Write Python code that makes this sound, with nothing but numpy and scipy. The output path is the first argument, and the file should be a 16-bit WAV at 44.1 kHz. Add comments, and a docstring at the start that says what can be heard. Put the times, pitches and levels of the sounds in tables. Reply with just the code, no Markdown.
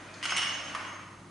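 """Rustling clothes, ventilation noise and mains hum fill an echoing gym as an earlier clank dies away.
Two steel dumbbells are lowered and raised. Their loose plates tick on the handles, tip against each
other in a quick run of clanks, ring on with a thin high tone, and knock once more at the bottom of
the swing. Each clank is a click and a short chatter, plus the fading tones of the struck plates.
The rustle and the ventilation are shaped noise; the hum and the high ring are wavering tones."""
import sys
import numpy as np
from scipy import signal
from scipy.fft import rfft, irfft, next_fast_len
from scipy.io import wavfile
from scipy.ndimage import map_coordinates

SR = 44100
rng = np.random.default_rng(int(sys.argv[2]) if len(sys.argv) > 2 else 0)


def to_wav(s):
    """Save 16-bit WAV."""
    ch = np.atleast_2d(s).T  # columns
    pcm = np.round(np.clip(ch, -1, 1) * 32767)  # PCM
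    wavfile.write(sys.argv[1], SR, pcm.astype(np.int16))


N = 57330

# loudness of the rustle as the arms swing past the hips: t/s, level/dB
RUSTLE_LEVEL = [(.4, -49.5), (.58, -46), (.72, -43), (0.879, -48.5), (1.05, -55.5), (1.2, -83)]
# tone colour of the rustle: f/Hz, relative level/dB
RUSTLE_COLOUR = [(30, -15.5), (90, -11), (160, -19), (280, -1), (420, -9.5), (610, 2), (800, -6),
                 (1500, -1), (4000, -14.5), (11000, -27)]
# tone colour of the ventilation: f/Hz, relative level/dB
AIR_COLOUR = [(20, -30), (38, -26), (55, 0.5), (75, -24), (130, 1), (185, -2), (220, -7.5), (300, 0),
              (430, -11.5), (600, -9), (1200, -9.5), (2200, -25.5), (4000, -22), (7000, -26.5),
              (11000, -28)]
# tones of the hum: f/Hz, level/dB
HUM_TONES = [(100, -58.5), (179, -63.5), (201, -63.5), (255, -68), (301, -63), (351, -66)]
# plate hitting plate, first on the swing before: t/s, level/dB, knock/dB, crack/dB, tones/dB, chatter/dB
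PLATE_HITS = [(-.42, -23.5, 11.5, -35, 8.5, -6.5), (0.2285, -17.5, -7, -4, 3, -2.5),
              (0.2357, -24, -6, 4.5, -10, 5), (0.2443, -22, -7, 2, -7, 0), (0.2546, -24.5, 3.5, 6.5, 6, 6),
              (0.2942, -21, -3, -3, 1, 4), (.306, -22.5, -5.5, -2, 7, 7), (0.3224, -17.5, 7, -3, -2, -10),
              (0.3656, -20, -4.5, 8, 4.5, 2), (.371, -19.5, -7, 7, 9, 2.5), (.382, -23, -22, 6.5, 12, 5),
              (.428, -21, 4, -5, -1, -9.5), (0.7494, -24, 6.5, 2, -4, 2.5),
              (0.81, -39.5, 10.5, -4, -13, 2.5), (.85, -35.5, 10.5, -23, -11, 2)]
# tone colours of a hit's low knock, middle clang and high crack: f/Hz, relative level/dB
KNOCK_COLOUR = [(100, -39), (400, -17.5), (600, -10.5), (850, -1.5), (1100, 6), (1400, 0), (2000, -1),
                (3200, -22), (6000, -25), (11000, -36)]
CLANG_COLOUR = [(100, -35), (600, -21), (1200, -8.5), (1950, 3.5), (2500, 1), (2850, 3.5), (3200, 2.5),
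                (3650, -11.5), (4800, -13), (6500, -20), (11000, -42)]
CRACK_COLOUR = [(100, -21.5), (1500, -22), (3500, -11.5), (4500, -11), (5400, -17), (5900, -11),
                (6700, -14.5), (7800, -16.5), (9000, -12.5), (9800, -20), (10500, -11.5), (11200, -47)]
# natural tones of the plates: f/Hz, relative level/dB, fade time/s (the time to drop by 60 dB)
PLATE_TONES = [(1175, -23, .25), (1310, -21, .25), (1570, -22, .12), (1920, -21, .15), (2222, -23, .2),
               (2566, -20, .2), (2705, -17, .1), (2865, -10, .35), (2922, -12, .25), (3012, -12, .25),
               (3106, -13, .1), (3290, -15, .12), (5290, -15, .025), (5400, -12, .06), (5470, -14, .035)]
# how long the hall echoes: f/Hz, fade time/s
HALL_FADE = [(200, 1.1), (1000, 1.28), (2000, 1.41), (3000, 1.16), (4200, 1.05), (5400, 1.03), (8000, 0.74),
             (11000, 0.45)]
# long-ringing tones of the steel: f/Hz, relative level/dB
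RING_TONES = [(6407, -1), (6424, -7), (6292, -15), (6170, -23)]
# loudness of that ring: t/s, level/dB
RING_LOUDNESS = [(0, -64), (.12, -68), (.15, -65), (.22, -63), (.26, -49), (.31, -43.5), (.42, -49),
                 (.56, -44.5), (.62, -55.5), (.69, -51.5), (.71, -60), (.8, -59.5), (.86, -58),
                 (.98, -60.5), (1.01, -64), (1.3, -74.5)]
# plates ticking on the handles: t/s, level/dB, centre f/Hz, width/octaves, fade time/s
HANDLE_TICKS = [(.0865, -12, 2240, 0.16, 0.012), (.141, -25, 4960, 0.53, 0.017),
                (0.2153, -24, 1970, 0.68, 0.02)]
# stereo width: f/Hz, level of the sides against the middle/dB
STEREO_WIDTH = [(25, -19), (60, -32), (150, -22), (350, -14), (700, -10.5), (1500, -8), (4000, -8),
                (11000, -9)]


def amp(db):
    """Turn decibels into a gain to multiply by."""
    return 10 ** (np.asarray(db) / 20)


def unit(x):
    """Scale a signal to an average power of 1."""
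    return x / np.sqrt(np.mean(x ** 2) + 1e-20)


def along(points, hz):
    """Read between a table's rows on a logarithmic frequency scale."""
    f, values = np.transpose(points)
    return np.interp(np.log(hz + 1), np.log(f + 1), values)


def level(points):
    """Turn rows of t/s, level/dB into a gain for every sample."""
    return amp(np.interp(np.arange(N) / SR, *np.transpose(points)))


def wobble(rate):
    """A smooth curve through `rate` random values a second."""
    return map_coordinates(rng.standard_normal(256), [np.arange(N) * rate / SR + 2], mode="wrap")


def dying(t, fade_s):
    """A curve of total energy 1 that drops 60 dB in fade_s."""
    curve = amp(-60 * t / fade_s)
    return curve / np.linalg.norm(curve)


def filtered(x, response):
    """Multiply each frequency in x by the gain response(hz)."""
    n = x.shape[-1]
    padded = next_fast_len(n + SR // 4)
    return irfft(rfft(x, padded) * response(np.fft.rfftfreq(padded, 1 / SR)), padded)[..., :n]


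def click(colour):
    """A click of this tone colour, with its energy as early as possible (minimum phase)."""
    cepstrum = irfft(np.log(colour + 1e-6))
    half = len(cepstrum) // 2
    cepstrum[1:half] *= 2
    cepstrum[half + 1:] = 0
    return irfft(np.exp(rfft(cepstrum)))


def spread(pair):
    """Turn a middle and a side signal into left and right; the bass stays near the middle."""
    side = filtered(pair[1], lambda hz: amp(along(STEREO_WIDTH, hz)))
    return np.array([pair[0] + side, pair[0] - side])


def add(out, x, start_s):
    """Mix x into out from start_s on, dropping what falls outside the scene."""
    i = round(start_s * SR)
    x = x[:, max(-i, 0):N - i]
    out[:, max(i, 0):max(i, 0) + x.shape[1]] += x


def noise(colour):
    """Stereo noise of this tone colour, with power 1."""
    white = rng.standard_normal((2, N))
    return unit(spread(filtered(white, lambda hz: amp(along(colour, hz)))))


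def wavering(hz, rate, depth=0.22):
    """A stereo tone whose level and phase drift in the hall."""
    tone = np.exp(2j * np.pi * (hz * np.arange(N) / SR + rng.random()))
    drift = [wobble(rate) + 1j * wobble(rate) for _ in range(2)]
    middle = unit((tone * (1 + depth * drift[0])).real)
    side = unit((tone * drift[1]).real)
    return spread([middle, side])


def rustle():
    """Clothes rustle dully, loudest at the bottom of the swing."""
    return level(RUSTLE_LEVEL) * noise(RUSTLE_COLOUR)


def ventilation(level_db=-53):
    """Moving air makes a steady rush."""
    return amp(level_db) * noise(AIR_COLOUR)


def mains_hum():
    """The electricity supply hums in a few low tones."""
    return sum(amp(db) * wavering(hz, rate=5.22) for hz, db in HUM_TONES)


def clank(knock_db, crack_db, tones_db, chatter_db):
    """Plate hits plate: a click, a short chatter, and the plates' own fading tones."""
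    t, hz = np.arange(SR // 3) / SR, np.fft.rfftfreq(2048, 1 / SR)
    knock = amp(along(KNOCK_COLOUR, hz) + knock_db)
    clang = amp(along(CLANG_COLOUR, hz))
    crack = amp(along(CRACK_COLOUR, hz) + crack_db)
    colour = np.sqrt(knock ** 2 + clang ** 2 + crack ** 2)
    force = amp(chatter_db) * rng.standard_normal(len(t)) * dying(t, fade_s=0.029)
    force[0] += 1  # the blow that starts the chatter
    impact = signal.fftconvolve(force, click(colour))[:len(t)]
    tones = np.zeros(len(t))
    for f, db, fade_s in PLATE_TONES:
        gain = amp(db + 2 * rng.standard_normal())  # varies by about 2 dB from hit to hit
        tones += gain * dying(t, fade_s) * np.sin(2 * np.pi * (f * t + rng.random()))
    return amp(12.5) * impact + amp(tones_db + 10.5) * tones


def hall(tail_db=4.5, build_s=0.014, early_db=1):
    """The gym's answer to a click: direct sound, early echoes and a long tail whose treble dies first."""
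    t = np.arange(2 * SR) / SR
    hz, times, bands = signal.stft(rng.standard_normal((2, len(t))), SR, nperseg=256)
    fade = amp(-60 * times / along(HALL_FADE, hz)[:, None])
    tail = signal.istft(bands * fade, SR, nperseg=256)[1][:, :len(t)]
    tail *= dying(t, fade_s=0.86)[0]  # one number that sets the tail's scale
    tail *= 1 - np.exp(-t / build_s)
    early = rng.standard_normal((2, len(t))) * dying(t, fade_s=0.082)
    response = spread(amp(tail_db) * tail + amp(early_db) * early)
    response[:, 0] += 1  # the direct sound
    return response


def steel_ring():
    """High tones of the steel lie close together and beat against each other."""
    return level(RING_LOUDNESS) * sum(amp(db) * wavering(hz, rate=13.78) for hz, db in RING_TONES)


def tick(centre_hz, octaves, fade_s):
    """A loose plate taps its handle: a click and a brief rattle around one pitch."""
    t, hz = np.arange(SR // 8) / SR, np.fft.rfftfreq(2048, 1 / SR)
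    colour = 1 / (1 + (np.log2((hz + 1) / centre_hz) / octaves) ** 4)
    force = 0.86 * rng.standard_normal(len(t)) * dying(t, fade_s)
    force[0] += 1
    return amp(7.5) * signal.fftconvolve(force, click(colour))


def loose_plates():
    """Each clank and tick comes from a new place in the hall, so it gets its own echo."""
    out = np.zeros((2, N))
    sounds = [(start_s, db, clank(*blow)) for start_s, db, *blow in PLATE_HITS]
    sounds += [(start_s, db, tick(*shape)) for start_s, db, *shape in HANDLE_TICKS]
    for start_s, db, sound in sounds:
        add(out, amp(db) * signal.fftconvolve(hall(), sound[None], axes=1), start_s)
    return out


def scene():
    """The dumbbells, a little to the right, over the rustle, ventilation and hum."""
    lean_right = amp([[-0.33], [0.33]])
    dumbbells = (loose_plates() + steel_ring()) * lean_right
    return dumbbells + rustle() + ventilation() + mains_hum()


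def record(dry):
    """Cut away the highest treble very steeply."""
    top_hz = 11040
    return filtered(dry, lambda hz: 1 / np.sqrt(1 + (hz / top_hz) ** 300))


dry = scene()
out = record(dry)
to_wav(out)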